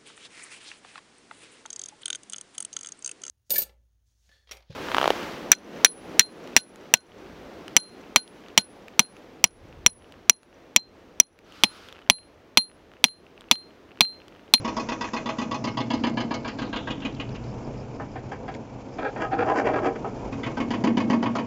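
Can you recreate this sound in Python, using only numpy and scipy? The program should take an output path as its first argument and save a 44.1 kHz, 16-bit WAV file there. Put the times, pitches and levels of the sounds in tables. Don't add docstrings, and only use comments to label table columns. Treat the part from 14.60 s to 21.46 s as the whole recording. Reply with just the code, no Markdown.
import sys
import numpy as np
from scipy import signal
from scipy.fft import rfft, irfft, next_fast_len
from scipy.io import wavfile
from scipy.ndimage import uniform_filter1d, map_coordinates

SR = 44100
rng = np.random.default_rng(int(sys.argv[2]) if len(sys.argv) > 2 else 0)


def int16_out(signal):
    q = np.round(np.clip(np.atleast_2d(signal).T, -1, 1) * 32767)
    wavfile.write(sys.argv[1], SR, q.astype(np.int16))


N = 302526
TIME = np.arange(N) / SR

# t/s, swing/dB
TUB_SWING = [(0, -1.5), (.55, -1.5), (1.05, -1.5), (1.45, 0.5), (1.7, -0.5), (1.85, -8), (2.28, -6.5),
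             (2.42, -10.5), (2.6, -14.5), (2.75, -15.5), (3.94, -16.5), (5.7, -15.5), (5.83, -10),
             (5.97, -0.5), (6.24, 1.5), (6.5, 4.5), (6.63, 2.5), (6.86, 3)]
REACH_DB = [-9.5, -15]
# lowest f/Hz, highest f/Hz
PART_BANDS = [(150, 380), (380, 1400), (1400, 3500), (4200, 9000)]
# thump/dB, body/dB, clack/dB, rattle/dB
PART_LEVELS = [(-29, -31, -36.5, -41), (-32, -33.5, -37, -46)]
PART_GROWTH = [(1.64, 0.84, 0.15, 1.74), (0.3, 0.65, 0.044, 0.27)]
# t/s, thump/dB, clack/dB, rattle/dB
TONE_DRIFT = [
    [(0, 3, -2.5, -0.5), (.4, -2.5, 0.5, 1.5), (.75, 1, -0.5, -3.5), (1.05, -3, -1.5, 2.5),
     (1.44, 2.5, 3, -5.5), (1.7, 2.5, -1, -6), (2, 3.5, -1, 4.5), (2.27, 2, 2.5, -7), (2.45, 6, 12, -5),
     (5.83, 7, 12, 12), (5.97, -1, -3, -9.5), (6.24, 3.5, -0.5, -6), (6.5, -0.5, 1.5, -10.5),
     (6.62, -2, -2, -10), (6.75, -8.5, -5, -9)],
    [(0, -8, -2.5, .5), (.5, -6, -1, 0), (1, 0.5, -1, 0.5), (1.35, 6, -0.5, 0.5), (1.7, -5, -2, 2.5),
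     (2, 1, -0.5, -2), (2.5, 4.5, 3, 0), (5.8, 6, -3.5, -4), (6.3, 7.5, 0.5, -5.5), (6.5, 9, -1, -2),
     (6.65, 2, -3, -8), (6.8, 3, -2, -6)],
]
# t/s, f/Hz, depth/dB
HOLLOW_DIP = [(0, 1480, 6), (.4, 1570, 2), (1, 1560, 9), (1.4, 1340, 7), (1.9, 1300, -0.5),
              (2.4, 1400, 4.5), (5.8, 1480, 1.5), (6.4, 1320, 5), (6.86, 1880, 0)]
def knocks(drift_per_s=0.749, thud_hz=(231.3, 270.5), rebound_s=0.076, restrike_s=0.017):
    out = np.zeros(N + SR)
    rings = np.array([[housing_ring(wash_db=-5, spread_db=3) for _ in range(8)] for _ in range(2)])
    t = np.arange(rings.shape[-1]) / SR
    punch = [0.35, 2.3, 1.5, 0.18]
    rise_s = [0.0019, 0.0038, 0.0039, 0.0009]
    sized = lambda x: x / np.std(x[:SR // 40])
    thuds = [sized(band(np.sin(2 * np.pi * hz * t) * fade(t, 0.077), 150, 1500)) for hz in thud_hz]
    controls = np.array(curves(TUB_SWING) + curves(HOLLOW_DIP) + curves(SWISH_PATH)[:1])
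    tone = [np.array(curves(rows)) for rows in TONE_DRIFT]
    for s, point in blows():
        start = round(s * SR)
        swing_db, dip_hz, dip_db, swish_hz = controls[:, start]
        thump_db, clack_db, rattle_db = tone[point][:, start]
        which, blend = divmod(np.clip(s * drift_per_s, 0, 6), 1)
        angle = blend * np.pi / 2
        ring = np.cos(angle) * rings[point, int(which)] + np.sin(angle) * rings[point, int(which) + 1]
        ring += 0.24 * housing_ring(wash_db=5.5, spread_db=4.5)
        colour = lambda hz: amp(2.5 * bump(hz, swish_hz, 0.32) - dip_db * bump(hz, dip_hz, 0.27))
        ring = filtered(ring, colour)
        ring += singing(ring, point, s)
        touch = 1 / (1 + np.exp((REACH_DB[point] - swing_db) / 0.5))
        softness = 2 ** (-np.clip(swing_db, -1, 4) / 5.5)
        levels_db = np.add(PART_LEVELS[point], [thump_db, 0, clack_db, rattle_db])
        levels_db += np.multiply(PART_GROWTH[point], swing_db)
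        gains = touch * amp(levels_db + 1.54 * rng.standard_normal(len(PART_BANDS)))
        parts = []
        for k, edges in enumerate(PART_BANDS):
            blow = (1 + punch[k] * np.exp(-t / 0.0055)) * rise(t, softness * rise_s[k])
            parts.append(sized(band(ring[::-1], *edges)[::-1] * blow))
        parts[0] = sized(parts[0] + amp(1.5) * thuds[point])
        thump, body, clack, rattle = gains[:, None] * parts
        add(out, s, thump + body + clack + rattle + chatter(body + clack + 0.5 * rattle))
        if point == 0:
            add(out, s + restrike_s, amp(0.5) * (body + 0.5 * clack) * fade(t, 0.061))
        add(out, s + rebound_s, gains[0] * amp(-7) * thuds[point] * rise(t, 0.002))
    return out[:N]


# start/s, end/s, starting speed/(turns per s), change/(turns per s per s)
KNOCK_SPELLS = [(.0455, 2.8, 8.372, -.662), (5.692, 6.8, 7.085, .87)]
def blows(lag_s=0.031):
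    for start, end, speed, change in KNOCK_SPELLS:
        age = np.arange(0, end - start, 1 / SR)
        turns = speed * age + change * age ** 2 / 2
        for s in np.interp(np.arange(turns[-1]), turns, start + age):
            yield s, 0
            yield s + lag_s, 1


# f/Hz, level/dB
HOUSING_NOTES = [(207, -5), (233, 5.5), (274, -7), (320, -4.5), (500, -3.5), (628, -5), (684, -4),
                 (834, -3), (950, -4), (1102, -2.5), (1235, -6.5), (1438, -36), (1560, -13.5),
                 (1655, -15.5), (1918, -15.5), (2010, -16), (2180, -14.5), (2465, -27), (2590, -38.5),
                 (2880, -28), (3050, -18.5), (3320, -28.5), (4480, -25.5), (4950, -18), (5356, -25.5),
                 (6132, -39)]
# f/Hz, level/dB
WASH_COLOUR = [(88, -66), (150, -43), (234, -5.5), (385, -14), (658, -13), (762, -13), (960, -7.5),
               (1380, -19), (1650, -23), (1790, -23.5), (3800, -24.5), (5040, -32), (7000, -35),
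               (7600, -46.5), (9880, -73), (16700, -120)]
# f/Hz, t/s
RING_TIMES = [(200, 0.47), (500, 0.31), (1000, 0.18), (2500, 0.14), (6000, 0.055)]
def housing_ring(wash_db, spread_db, contact_s=0.014):
    t = np.arange(SR // 4) / SR
    fall_db = lambda s, hz: 60 * np.maximum(s - contact_s, 0) / along(RING_TIMES, hz)
    notes = 0
    for hz, db in HOUSING_NOTES:
        luck, phase = rng.standard_normal(2)
        notes += amp(db + spread_db * luck - fall_db(t, hz) / 1.07) * np.sin(2 * np.pi * (hz * t + phase))
    hz, s, slices = signal.stft(coloured(rng.standard_normal(len(t)), WASH_COLOUR), SR, nperseg=256)
    ripple_db = 5 * rng.standard_normal((len(hz), 1)) * np.clip(hz / 1500, 0, 1)[:, None]
    wash = signal.istft(slices * amp(ripple_db - fall_db(s, hz[:, None])), SR, nperseg=256)[1]
    return unit(notes) + amp(wash_db) * unit(wash[:len(t)])


# point (0 or 1), from t/s, to t/s, f/Hz, level/dB against the octave around it
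SINGING_NOTES = [(0, 0, 1.24, 1115, -2.5), (0, 0, 1.79, 965, -6), (0, 0, 1.24, 640, -7),
                 (0, 0, 1.24, 540, -8), (0, 0, 1.24, 1945, -4), (0, 0, .96, 3520, -4),
                 (0, .24, .6, 2600, -5), (0, 1.24, 1.79, 1690, -3), (0, 1.24, 1.79, 680, -5),
                 (0, 1.11, 1.64, 3070, -6), (0, 1.11, 1.51, 3330, -6), (0, 1.38, 2.06, 2340, -5),
                 (0, 1.38, 1.76, 4260, -4), (0, 1.8, 2.36, 1620, 1), (0, 5.79, 6.69, 965, -4),
                 (0, 5.79, 6.69, 3070, -5), (0, 6.05, 6.66, 1690, -6), (0, 6.05, 6.66, 680, -6),
                 (0, 6.05, 6.66, 1920, -6), (0, 6.05, 6.66, 2880, -7), (0, 5.9, 6.05, 1560, -1),
                 (0, 6.69, 6.86, 1230, -8), (0, 6.69, 6.86, 1410, -9), (1, 0, .96, 2500, -2),
                 (1, 0, 1.64, 4250, -7), (1, .51, 1.79, 650, -6), (1, 1.01, 1.79, 2170, -2),
                 (1, 1.24, 1.79, 2980, -5), (1, 1.24, 1.64, 4980, -4), (1, 2.11, 2.66, 2900, -3),
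                 (1, 2.24, 2.66, 3850, -7), (1, 2.24, 2.81, 2480, -5), (1, 5.69, 6.86, 2490, -6),
                 (1, 5.79, 6.86, 3020, -7), (1, 5.79, 6.69, 2180, -4)]
# f/Hz, t/s
SINGING_TIMES = [(700, 0.29), (1900, 0.11), (2180, 0.21), (2500, 0.11), (5000, 0.1)]
def singing(ring, point, s):
    t = np.arange(len(ring)) / SR
    hz = np.fft.rfftfreq(len(ring), 1 / SR)
    power = 2 * np.abs(rfft(ring)) ** 2 / len(ring)
    out = np.zeros(len(ring))
    for which, start, end, note_hz, db in SINGING_NOTES:
        if which == point and start <= s < end:
            detune, luck, phase = rng.standard_normal(3)
            tone = np.sin(2 * np.pi * (note_hz * (1 + 0.0055 * detune) * t + phase))
            tone *= fade(t, along(SINGING_TIMES, note_hz)) * rise(t, 0.0022)
            octave_size = np.sqrt(power[np.abs(np.log2((hz + 1) / note_hz)) < 0.5].sum())
            out += amp(db + 2.3 * luck) * octave_size * tone / np.linalg.norm(tone)
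    return out


def chatter(knock, count=4, within_s=0.075):
    short = knock * fade(np.arange(len(knock)) / SR, 0.064)
    out = np.zeros(len(knock))
    for k, (when, size) in enumerate(rng.random((count, 2))):
        delay = within_s * (k + when) / count
        add(out, delay, amp(-9 - 105 * delay + 6 * (size - 0.5)) * short)
    return out


# hardest press t/s, length/s, groan f/Hz, level/dB, squeak f/Hz, level/dB
DRAGS = [(4.453, 0.066, 630, -32, 1420, -34.5), (4.63, 0.069, 700, -29.5, 1480, -36.5),
         (4.737, 0.025, 707, -27.5, 1490, -34.5), (4.809, 0.058, 530, -27.5, 1530, -32),
         (4.897, 0.054, 690, -23, 1760, -35.5), (4.984, 0.058, 680, -24.5, 1450, -31),
         (5.076, 0.054, 700, -23.5, 2100, -33.5), (5.162, 0.058, 603, -25, 1430, -32.5),
         (5.267, 0.069, 533, -23.5, 1490, -35.5), (5.364, 0.02, 500, -40, 1450, -41),
         (5.466, 0.024, 620, -32, 1400, -56)]
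def scrapes(slips_per_s=260, grit=0.64):
    out, t = np.zeros(N), np.arange(-SR // 7, SR // 7) / SR
    slip_rate = slips_per_s * np.exp(0.5 * wobble(slips_per_s / 2))
    slips = np.diff(np.floor(np.cumsum(slip_rate) / SR), prepend=0) * amp(4 * wobble(150))
    jerks = unit(band(slips, 240, 14000)) + grit * rng.standard_normal(N)
    catches = unit(amp(2.6 * wobble(170)))
    for s, length, groan_hz, groan_db, squeak_hz, squeak_db in DRAGS:
        span = round(s * SR) + np.arange(len(t)) - len(t) // 2
        press = np.hanning(len(t)) / np.sqrt(1 + np.abs(2 * t / length) ** 4.5)
        groan, squeak = side_panel(jerks[span], groan_hz, squeak_hz)
        groan, squeak = amp(groan_db) * groan, amp(squeak_db) * squeak
        out[span] += press * (groan * np.sqrt(catches[span]) + np.sqrt(press) * squeak * catches[span])
        tail = filtered(groan + 0.5 * squeak, lambda hz: 1 / (1 + (hz / 1900) ** 10))
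        tail *= fade(np.maximum(t - length / 2, 0), 0.2)
        out[span] += amp(-15) * tail * (1 - press) * (t > 0)
    return out


# f/Hz, width/Hz, level/dB
PANEL_NOTES = [(348, 310, -8), (478.6, 44, 2), (621, 37, -5), (785, 42, 1.5), (1000, 82, -7.5),
               (1285, 66, -3), (1530, 190, -13), (1652, 19, -4), (1809, 48, -10.5), (2384, 103, -11),
               (2710, 110, -21), (3280, 230, -21), (4680, 380, -30)]
# f/Hz, level/dB
RASP_COLOUR = [(88, -64), (150, -44), (271, 22), (474, 3), (567, -38), (788, -10.5), (929, -7),
               (1650, -15.5), (1760, -22.5), (2370, 0), (3300, -14.5), (7600, -62.5), (9880, -99),
               (16700, -120)]
def side_panel(push, low_hz, high_hz):
    chance = rng.standard_normal((len(PANEL_NOTES), 2))
    notes = [(hz * (1 + 0.012 * detune), width, db + 2.5 * luck)
             for (hz, width, db), (detune, luck) in zip(PANEL_NOTES, chance)]
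    ring = unit(resonate(push, notes)) + amp(-5.5) * coloured(push, RASP_COLOUR)
    low = filtered(band(ring, 230, 1050), lambda hz: amp(-8 * np.abs(np.log2((hz + 1) / low_hz))))
    high = filtered(band(ring, 1250, 9000), lambda hz: amp(6 * bump(hz, high_hz, 0.42)))
    return evened(low), evened(high)


# t/s, f/Hz, level/dB
HOWL_NOTES = [(4.455, 414, -33.5), (4.455, 522, -36), (4.455, 812, -33.5), (4.465, 1641, -34),
              (4.635, 812, -35), (4.64, 1257, -33), (4.635, 1652, -33), (4.741, 333, -36.5),
              (4.741, 780, -29), (4.803, 481, -27), (4.815, 780, -29), (4.81, 1396, -36), (4.89, 384, -38),
              (4.9, 444, -34), (4.912, 804, -28.5), (4.905, 1022, -31.5), (4.986, 468, -30),
              (4.99, 616, -38), (4.993, 785, -34.5), (5.075, 473, -30), (5.085, 624, -28),
              (5.088, 724, -30), (5.088, 783, -33), (5.165, 438, -40), (5.172, 624, -30.5),
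              (5.255, 465, -22.5), (5.275, 621, -38), (5.285, 796, -38)]
def howls(swell_s=0.019, ring_times=((450, 0.24), (1250, 0.17), (1650, 0.09))):
    out, t = np.zeros(N), np.arange(-SR // 10, SR // 5) / SR
    waver_hz, rough = 13 * wobble(90), amp(2.5 * wobble(140))
    swell = np.exp(-(np.minimum(t, 0) / swell_s) ** 2)
    for s, hz, db in HOWL_NOTES:
        span = round(s * SR) - SR // 10 + np.arange(len(t))
        pitch_hz = hz + waver_hz[rng.integers(N - len(t)):][:len(t)]
        tone = np.sqrt(2) * np.sin(2 * np.pi * (np.cumsum(pitch_hz) / SR + rng.random()))
        ring_out = fade(np.maximum(t - swell_s / 2, 0), along(ring_times, hz))
        out[span] += amp(db) * swell * ring_out * rough[span] * tone
    return out


# t/s, level/dB, f/Hz
HARD_CATCHES = [(4.824, -28, 800), (4.887, -18, 480), (4.905, -19.5, 760), (4.918, -23.5, 790),
                (4.994, -24, 560), (5.071, -16, 450), (5.086, -19, 720), (5.141, -24, 1000),
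                (5.185, -17.5, 680), (5.253, -16, 470)]
def jolts():
    out, t = np.zeros(N), np.arange(SR // 16) / SR
    for s, db, centre_hz in HARD_CATCHES:
        colour = lambda hz: bump(hz, centre_hz, 1) + 0.098 * bump(hz, 1800, 0.91)
        ring = evened(filtered(rng.standard_normal(len(t)), colour), samples=300)
        add(out, s, amp(db) * ring * fade(t, 0.04) * rise(t, 0.0025))
    return out


# t/s, low ring level/dB, high ring level/dB
PANEL_TAPS = [(3.396, -28, -37.5), (3.555, -30.5, -38.5), (3.715, -29.5, -34.5), (3.878, -27.5, -36),
              (4.383, -24.5, -34.5), (4.558, -29, -35.5), (4.712, -48, -36), (5.443, -26, -36.5)]
def taps():
    out, t = np.zeros(N), np.arange(SR // 3) / SR
    for s, low_db, high_db in PANEL_TAPS:
        low, high = side_panel(rng.standard_normal(len(t)), low_hz=710, high_hz=1750)
        add(out, s, (amp(low_db) * low + amp(high_db) * high) * fade(t, 0.16) * rise(t, 0.0042))
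    return out


# t/s, level/dB, f/Hz
CLEAR_CLICKS = [(0.476, -37, 1800), (.488, -33, 1480), (1.497, -43, 6500), (2.403, -43, 3000),
                (2.548, -46, 4200), (2.691, -43.5, 3340), (2.839, -48, 3800), (2.984, -57, 5200),
                (3.138, -51, 2600), (3.941, -42.5, 2960), (3.949, -35, 1800), (4.129, -63, 3600),
                (4.978, -42, 6800)]
def loose_parts(ticks_per_s=15):
    out, t = np.zeros(N), np.arange(SR // 20) / SR
    hz = np.fft.rfftfreq(len(t), 1 / SR)
    ticks = [(when * N / SR, -60 - 2.5 * np.log(1 - 0.97 * size), 3900 * 2 ** (1.6 * (pitch - 0.5)))
             for when, size, pitch in rng.random((int(ticks_per_s * N / SR), 3))]
    for s, db, centre_hz in CLEAR_CLICKS + ticks:
        colour = bump(hz, centre_hz, 0.51) + 0.12 * (hz > 1200)
        ring = unit(irfft(rfft(rng.standard_normal(len(t))) * colour, len(t)))
        add(out, s, amp(db) * ring * fade(t, 0.031))
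    return out


# t/s, level/dB
LIGHT_TOUCHES = [(2.74, -63), (2.89, -62.5), (3.05, -63.5), (3.19, -62), (3.35, -66), (3.52, -66),
                 (4.34, -62)]
def brushes():
    hiss = unit(filtered(rng.standard_normal(N), lambda hz: bump(hz, 5050, 0.16)))
    swells = sum(amp(db) * np.exp(-((TIME - s) / 0.03) ** 2) for s, db in LIGHT_TOUCHES)
    return hiss * swells * amp(4 * wobble(160))


# t/s, f/Hz, base level/dB
SWISH_PATH = [(0, 5630, -61), (.8, 6340, -63.5), (1.2, 4900, -62.5), (1.5, 4530, -60.5), (1.9, 4680, -61),
              (2.25, 3330, -52.5), (2.6, 2910, -57.5), (3, 2600, -72)]
def swish(width_octaves=0.16, settle_s=0.035):
    hz, s, slices = signal.stft(rng.standard_normal(N), SR, nperseg=256)
    centre_hz, level_db = curves(SWISH_PATH)
    octaves = np.log2((hz[:, None] + 1) / np.interp(s, TIME, centre_hz))
    hiss = signal.istft(slices * np.exp(-0.5 * (octaves / width_octaves) ** 2), SR, nperseg=256)[1][:N]
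    kicks = np.bincount([round(s * SR) for s, point in blows()], minlength=N)[:N]
    stirred = amp(-7) + 2 * signal.lfilter([1], [1, -np.exp(-1 / (settle_s * SR))], kicks)
    return unit(hiss) * stirred * amp(level_db + 3 * wobble(34))


# f/Hz, level/dB
DRUM_COLOUR = [(13, -32.5), (22, -10), (35, -10.5), (64, -7), (125, 8.5), (172, -2), (273, -9.5),
               (366, -13), (445, -11), (569, -14.5), (951, -20.5), (1180, -32.5), (1930, -44),
               (2290, -38.5), (3830, -51.5), (5270, -48.5), (7600, -50), (9880, -78), (16700, -120)]
# t/s, sway level/dB, drone base level/dB (the motor follows this too)
DEEP_LEVELS = [(0.0, -63.5, -33.5), (0.07, -50, -45), (0.57, -53.5, -47.5), (1.09, -61, -37),
               (1.76, -49.5, -40), (2.98, -46, -38.5), (3.92, -53, -40), (4.41, -50.5, -46),
               (4.87, -54, -34), (4.91, -55, -42), (5.79, -45.5, -37), (6.86, -72, -38.5)]
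# t/s, rumble level/dB, hiss level/dB
RUNNING_LEVELS = [(0, -43, -49.5), (.8, -43.5, -51), (1.6, -40, -52.5), (2.4, -43.5, -51.5),
                  (3, -39.5, -52.5), (3.7, -42, -54), (4.3, -41.5, -53.5), (4.7, -41, -53),
                  (5.2, -38.5, -51.5), (5.55, -35.5, -51), (5.9, -39, -49), (6.4, -36.5, -52),
                  (6.86, -41.5, -51)]
def drum():
    sway_db, drone_db = curves(DEEP_LEVELS)
    rumble_db, hiss_db = curves(RUNNING_LEVELS)
    noise = lambda lo, hi: unit(band(coloured(rng.standard_normal(N), DRUM_COLOUR), lo, hi))
    flutter = wobble(25)
    sway = amp(sway_db) * noise(22, 64)
    drone = amp(drone_db - 2.5) * noise(80, 165)
    housing = unit(resonate(noise(190, 770), [(hz, 28, db / 2) for hz, db in HOUSING_NOTES]))
    rumble = amp(rumble_db + 2 * flutter) * (noise(239, 1700) + amp(-6.5) * housing)
    hiss = amp(hiss_db + 0.4 * flutter + 1.5 * wobble(90)) * noise(1216, 7500)
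    return sway + drone + rumble + hiss


# f/Hz, level/dB against the drone base level
HUM_NOTES = [(53, -18.5), (118, -9.5), (198, -9.5), (232, -16), (274, -9.5)]
def motor(waver_hz=2.31, throb_db=5):
    hum = 0
    for hz, db in HUM_NOTES:
        level = amp(db + throb_db * wobble(12))
        hum += level * np.sin(2 * np.pi * np.cumsum(hz + waver_hz * wobble(9)) / SR)
    return hum * amp(curves(DEEP_LEVELS)[1])


def amp(db):
    return 10 ** (np.asarray(db) / 20)


def unit(x):
    return x / np.sqrt(np.mean(x ** 2) + 1e-20)


def evened(x, samples=700):
    return x / np.sqrt(np.abs(uniform_filter1d(x ** 2, samples)) + 1e-12)


def fade(t, fall_s):
    return amp(-60 * t / fall_s)


def rise(t, rise_s):
    return 1 - np.exp(-t / rise_s)


def add(out, s, sound):
    span = out[round(s * SR):][:len(sound)]
    span += sound[:len(span)]


def curves(rows):
    s, *columns = np.transpose(rows)
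    return [np.interp(TIME, s, column) for column in columns]


def along(points, hz):
    f, values = np.transpose(points)
    return np.interp(np.log(hz + 1), np.log(f + 1), values)


def bump(hz, centre_hz, octaves):
    return np.exp(-(np.log2((hz + 1) / centre_hz) / octaves) ** 2)


def wobble(rate):
    return map_coordinates(rng.standard_normal(int(N * rate / SR) + 4), [TIME * rate])


def filtered(x, response):
    n = x.shape[-1]
    padded = next_fast_len(n + SR // 2)
    return irfft(rfft(x, padded) * response(np.fft.rfftfreq(padded, 1 / SR)), padded)[..., :n]


def coloured(x, spectrum):
    return unit(filtered(x, lambda hz: amp(along(spectrum, hz))))


def resonate(x, notes):
    peak = lambda f, hz, width: 1j * f * width / (hz * hz - f * f + 1j * f * width)
    return filtered(x, lambda f: sum((-1) ** k * amp(db) * peak(f, hz, width)
                                     for k, (hz, width, db) in enumerate(notes)))


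def band(x, lo, hi):
    return signal.sosfilt(signal.butter(4, [lo, hi], 'band', fs=SR, output='sos'), x)


def scene():
    tub = knocks() + taps() + scrapes() + howls() + jolts()
    return (tub + loose_parts() + brushes() + swish() + drum() + motor())[None]


def record(dry):
    return filtered(dry, lambda hz: amp(-np.clip((hz - 7450) / 14, 0, 120)))


dry = scene()
out = record(dry)
int16_out(out)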